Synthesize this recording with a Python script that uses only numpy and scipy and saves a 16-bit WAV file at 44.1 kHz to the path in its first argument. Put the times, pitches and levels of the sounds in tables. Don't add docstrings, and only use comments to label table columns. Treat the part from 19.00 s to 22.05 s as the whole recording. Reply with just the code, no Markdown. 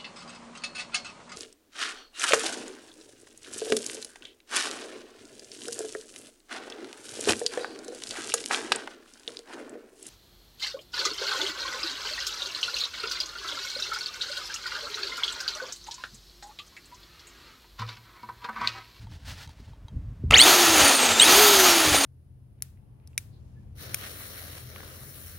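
import sys
import numpy as np
from scipy import signal
from scipy.fft import rfft, irfft, next_fast_len
from scipy.io import wavfile

SR = 44100
rng = np.random.default_rng(int(sys.argv[2]) if len(sys.argv) > 2 else 0)


def wav_out(sig):
    wavfile.write(sys.argv[1], SR, np.round(np.clip(np.atleast_2d(sig).T, -1, 1) * 32767).astype(np.int16))


def magnitude_from_level(level_db):
    exponent = np.asarray(level_db, float) / 20
    return 10 ** exponent


N = 134505
T = np.arange(N) / SR

# [dB per Hz, relative]
AIR_SPECTRUM = [(180, -38), (300, -2), (366, -28), (405, -10.5), (511, -15), (656, -12), (787, -20),
                (946, -16.5), (1120, -18), (16000, -43)]
# time_s [s], level_db [dB]
WIND_LEVEL = [(0.0, -49), (0.14, -40), (0.18, -50), (0.29, -44), (0.46, -50), (0.48, -41.5), (0.53, -56),
              (0.62, -37), (0.65, -55), (0.69, -37.5), (0.76, -51.5), (0.86, -39), (0.88, -57), (0.94, -32),
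              (1.15, -41), (1.21, -38), (1.23, -37), (1.33, -24.5), (1.47, -49), (1.65, -49), (1.7, -39),
              (1.75, -48), (1.83, -31), (1.86, -55), (2.05, -53), (2.12, -36), (2.17, -53), (2.46, -43),
              (2.5, -57), (2.58, -39), (2.66, -58), (2.81, -51), (2.93, -32), (3.05, -59)]
# [dB per Hz, relative]
WIND_SPECTRUM = [(12, -41), (20, -15), (34, -13), (49, 3.5), (106, 1.5), (288, -21.5), (387, -38),
                 (449, -40), (500, -34), (650, -72), (1100, -120)]
# [dB, relative]
HANDLE_KNOCKS = [(.597, -42), (.927, -40), (1.236, -23), (1.305, -23), (1.81, -28), (2.87, -28),
                 (2.915, -25)]
# pitch_hz [Hz], level_db [dB, relative], t60_s [s]
HANDLE_MODES = [(80, 0, .25), (130, -2, 0.14), (242, -4, 0.072), (396, -8, 0.059), (590, -20, 0.043)]
# start_s [s], length_s [s], level_db [dB]
RUB_STROKES = [(0, 0.063, -60.5), (0.099, .09, -56), (0.183, 0.094, -65), (0.251, 0.12, -42),
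               (0.357, 0.12, -45.5), (0.479, .07, -58), (0.52, .26, -62)]
# [dB per Hz, relative]
RUB_SPECTRUM = [(240, -50), (400, -13), (545, -7.5), (865, -1.5), (1160, -6.5), (1460, 0), (2180, -2.5),
                (4440, -1.5), (7400, -12), (14800, -22), (16000, -16)]
# [dB, relative]
FINGER_PATS = [(.07, -41.5), (.12, -44), (.679, -48), (.734, -45)]
# start_s [s], ring_db [dB, relative], crack_db [dB]
TRIGGER_TAPS = [(.475, -38, -51), (.493, -40, -52), (.883, -37, -56)]
# pitch_hz [Hz], level_db [dB, relative], t60_s [s]
TRIGGER_MODES = [(898, 0.5, 0.041), (2090, -11, .03), (3200, -6.5, 0.07), (3880, 0.5, 0.023),
                 (4660, -10, 0.027), (6260, -7, 0.031)]
# start_s [s], ring_db [dB, relative], crack_db [dB]
SWITCH_SNAPS = [(1.3065, -26, -28), (1.309, -9, -18.5), (1.3205, -17, -28)]
# pitch_hz [Hz], level_db [dB, relative], t60_s [s]
SWITCH_MODES = [(710, -15, .03), (1290, -1, 0.027), (2050, -3, .015), (2660, 5, 0.019), (3660, -6, .012),
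                (6500, -16, 0.0088)]
# time_s [s], speed_rps [turns per s], current_db [dB]
MOTOR_RUN = [(1.31, 12, -37), (1.33, 58, -16), (1.345, 103, -13.5), (1.36, 146, -16.5), (1.375, 194, -22),
             (1.39, 230, -20.5), (1.405, 261, -15), (1.42, 281, -19), (1.435, 300, -23), (1.46, 332, -33),
             (1.49, 366, -36), (1.505, 370, -36), (1.61, 350, -40), (1.7, 330, -60), (1.75, 313, -55),
             (1.81, 307, -55), (1.86, 282, -55), (1.92, 279, -59), (1.965, 274, -57), (2.0, 255, -57),
             (2.055, 255, -43), (2.09, 237, -54.5), (2.18, 222, -65), (2.2, 230, -17), (2.215, 257, -21),
             (2.23, 273, -19), (2.245, 294, -22.5), (2.26, 314, -23), (2.29, 347, -32), (2.33, 377, -34),
             (2.41, 427, -40), (2.43, 428, -44), (2.49, 410, -55), (2.65, 366, -55), (2.81, 324, -51),
             (2.97, 288, -48), (3.05, 272, -55)]
# [dB, relative]
MAGNETIC_ORDERS = [(8, -12.5), (12, -4.5), (16, -5), (32, -7.5), (64, -32)]
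# [dB, relative]
ROTOR_ORDERS = [(2, -39), (16, -40), (32, -47), (33, -37.5), (48, -48)]
# centre_hz [Hz], width_hz [Hz], gain_db [dB]
HOUSING_PEAKS = [(1100, 760, -10), (1960, 440, 6), (2710, 560, 6.5), (3300, 300, 10.5), (3760, 240, 7),
                 (4420, 290, 10.5), (4870, 330, -3), (5510, 180, 11), (5980, 230, 11), (6600, 490, 10),
                 (7300, 380, 8), (8560, 520, 11), (9510, 530, 8), (10330, 1040, 2.5), (12000, 500, 8),
                 (14200, 1200, 11)]
# centre_hz [Hz], width_hz [Hz], gain_db [dB]
CAVITY_PEAKS = [(1334, 74, 2), (3180, 170, 0.5), (4650, 220, 2), (6480, 250, 3), (7650, 270, -2.5),
                (9450, 430, 3.5), (12500, 420, 3)]
# time_s [s], level_db [dB]
WHIRR_LEVEL = [(1.316, -47), (1.322, -21), (1.34, -18.5), (1.37, -22), (1.42, -20), (1.45, -15),
               (1.5, -15.5), (1.57, -17), (1.7, -18.5), (1.85, -16), (1.97, -19.5), (2.03, -20.5),
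               (2.07, -19.5), (2.1, -20), (2.12, -19), (2.15, -23), (2.18, -21.5), (2.23, -19.5),
               (2.28, -16), (2.4, -14), (2.5, -16), (2.6, -18), (2.8, -19), (2.86, -19.5), (2.92, -22),
               (2.95, -17), (2.98, -22), (3.05, -21)]
# [dB per Hz, relative]
SLOW_SPECTRUM = [(88, -37), (150, -24), (231, -6.5), (297, -6.5), (837, 0.5), (998, -6), (1340, -2),
                 (1560, -6), (1760, -2), (2180, -6), (2360, -2), (4670, -8), (5150, -10.5), (6640, -6),
                 (10800, -20), (15100, -24.5), (16000, -25)]
# [dB per Hz, relative]
FAST_SPECTRUM = [(88, -52), (150, -22), (275, -14), (354, -7.5), (414, -11.5), (514, -19), (649, -8),
                 (1120, -10.5), (1260, -8), (2060, -13.5), (3290, -10), (4950, -12.5), (5680, -16.5),
                 (6510, -11.5), (7770, -17.5), (12400, -20), (16000, -24)]

SLOW_RPS, FAST_RPS = 224, 408.5


def rms_one(x):
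    return x / np.sqrt(np.mean(x ** 2) + 1e-20)


def in_time(rows):
    times_s, *columns = np.transpose(rows)
    return [np.interp(T, times_s, column) for column in columns]


def drift(rate_hz):
    pole = np.exp(-16 * np.pi * rate_hz / SR)
    noise = rng.standard_normal(N // 8 + 4002)
    slow = signal.lfilter([1], [1, -2 * pole, pole * pole], noise)[4000:]
    return np.interp(np.arange(N) / 8, np.arange(len(slow)), rms_one(slow - slow.mean()))


def coloured(x, spectrum):
    hz, db = np.transpose(spectrum)
    size = next_fast_len(N)
    log_hz = np.log(np.arange(size // 2 + 1) * SR / size + 1)
    gain = magnitude_from_level(np.interp(log_hz, np.log(hz), db, left=-90, right=-90))
    return rms_one(irfft(rfft(x, size) * gain, size)[:N])


def struck(events, modes, spread_db):
    start_s, blow_db, *_ = np.transpose(events)
    luck = rng.normal(0, 1, (len(start_s), len(modes)))
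    out = 0
    for k, (hz, level_db, t60_s) in enumerate(modes):
        clicks = np.full(N, 1e-18)
        strength_db = blow_db + level_db + spread_db * luck[:, k]
        clicks[(start_s * SR).astype(int)] = magnitude_from_level(strength_db) * (-1) ** k
        radius = magnitude_from_level(-60 / (t60_s * SR))
        angle = 2 * np.pi * hz / SR
        resonator = [1, -2 * radius * np.cos(angle), radius * radius]
        out = out + signal.lfilter([0, np.sin(angle)], resonator, clicks)
    return out


def cracks(events):
    decay_s, band_hz = 0.0028, [600, 7900]
    level = 0
    for start_s, _, crack_db in events:
        level = level + magnitude_from_level(crack_db) * (T > start_s) * np.exp(-np.abs(T - start_s) / decay_s)
    band = signal.butter(2, band_hz, "band", fs=SR, output="sos")
    return level * rms_one(signal.sosfilt(band, rng.standard_normal(N)))


def lift_db(hz, peaks):
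    return sum(gain_db * np.exp(-((hz - centre_hz) / width_hz) ** 2)
               for centre_hz, width_hz, gain_db in peaks)


def background_air():
    return magnitude_from_level(-64) * coloured(rng.standard_normal(N), AIR_SPECTRUM)


def wind():
    gusts_db = in_time(WIND_LEVEL)[0] + 2.4 * drift(9.8)
    return magnitude_from_level(gusts_db) * coloured(rng.standard_normal(N), WIND_SPECTRUM)


def handle_knocks():
    return signal.lfilter([.05], [1, -.95], struck(HANDLE_KNOCKS, HANDLE_MODES, 1.3))


def sliding_hand():
    rise_share = 0.26
    level = 0
    for start_s, length_s, level_db in RUB_STROKES:
        times_s = [start_s - .005, start_s + rise_share * length_s,
                   start_s + 0.6 * length_s, start_s + length_s]
        level = level + magnitude_from_level(level_db) * np.interp(T, times_s, [0.025, 0.95, .8, 0.0038])
    return level * magnitude_from_level(1.2 * drift(40.0)) * coloured(rng.standard_normal(N), RUB_SPECTRUM)


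def fingertip_pats():
    soft = signal.butter(2, 2200, fs=SR, output="sos")
    return magnitude_from_level(-5) * signal.sosfilt(soft, struck(FINGER_PATS, TRIGGER_MODES, 2.3))


def trigger_taps():
    return cracks(TRIGGER_TAPS) + magnitude_from_level(-10) * struck(TRIGGER_TAPS, TRIGGER_MODES, 1.2)


def switch_snaps():
    return cracks(SWITCH_SNAPS) + magnitude_from_level(-3.5) * struck(SWITCH_SNAPS, SWITCH_MODES, 2.3)


def shaft_tones(orders, speed, turns):
    out = 0
    for order, level_db in orders:
        multiple = round(order)
        hz = multiple * speed
        flicker_db = 4.2 * drift(70.0)
        level = magnitude_from_level(level_db + lift_db(hz, HOUSING_PEAKS) + flicker_db)
        tone = np.sin(2 * np.pi * (multiple * turns + rng.random()))
        out = out + level * tone * (hz < 17000)
    return out


def magnetic_whine(speed, turns, current_db):
    pulse_hz, pulse_depth, hum_db = 120, 0.57, -26
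    mains = np.cos(2 * np.pi * pulse_hz * T)
    whine = (1 + pulse_depth * mains) * shaft_tones(MAGNETIC_ORDERS, speed, turns)
    return magnitude_from_level(current_db) * (whine + magnitude_from_level(hum_db) * mains)


def rotor_tones(speed, turns):
    return shaft_tones(ROTOR_ORDERS, speed, turns) * np.clip(speed / SLOW_RPS, 0, 1) ** 2


def shaft_shake(speed, turns):
    fast_db, power = -24, 3.24
    level = np.sqrt(2) * magnitude_from_level(fast_db + 1.1 * drift(15.0)) * np.abs(speed / FAST_RPS) ** power
    return level * np.sin(2 * np.pi * turns)


def gear_and_fan_whirr(speed, turns):
    hits_per_turn, hit_share = 9.0, 0.21
    turn_depth, start_dull_db = 0.13, -17
    hits = rng.random(N) < hits_per_turn * speed / SR
    hits = hits * magnitude_from_level(2.8 * np.minimum(rng.exponential(1, N), 3)) * rng.choice([-1, 1], N)
    source = np.sqrt(hit_share) * rms_one(hits) + np.sqrt(1 - hit_share) * rng.standard_normal(N)
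    cavity_gain = magnitude_from_level(lift_db(np.arange(N // 2 + 1) * SR / N, CAVITY_PEAKS))
    source = irfft(rfft(source) * cavity_gain, N)
    fast = np.clip((speed - SLOW_RPS) / (FAST_RPS - SLOW_RPS), 0, 1)
    whirr = (1 - fast) * coloured(source, SLOW_SPECTRUM) + fast * coloured(source, FAST_SPECTRUM)
    dull = signal.sosfilt(signal.butter(2, 4500, fs=SR, output="sos"), whirr)
    spun_up = np.clip(speed / SLOW_RPS, 0, 1)
    whirr = dull + (whirr - dull) * magnitude_from_level(start_dull_db * (1 - spun_up))
    once_a_turn = 1 + turn_depth * np.sin(2 * np.pi * turns)
    return whirr * once_a_turn * magnitude_from_level(in_time(WHIRR_LEVEL)[0] + 0.85 * drift(24.0))


def motor():
    speed, current_db = in_time(MOTOR_RUN)
    on = T > MOTOR_RUN[0][0]
    turns = np.cumsum(speed * (1 + .007 * drift(71.0))) / SR
    tonal = magnetic_whine(speed, turns, current_db) + rotor_tones(speed, turns)
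    return on * (tonal + shaft_shake(speed, turns) + gear_and_fan_whirr(speed, turns))


def scene():
    background = background_air() + wind()
    handling = handle_knocks() + sliding_hand() + fingertip_pats()
    trigger = trigger_taps() + switch_snaps()
    mono = background + handling + trigger + motor()
    return np.array([mono, mono])


def band_limit(x):
    return signal.sosfilt(signal.butter(12, 16730, fs=SR, output="sos"), x)


def record(dry):
    mix = np.tanh(dry)
    return band_limit(mix)


dry = scene()
out = record(dry)
wav_out(out)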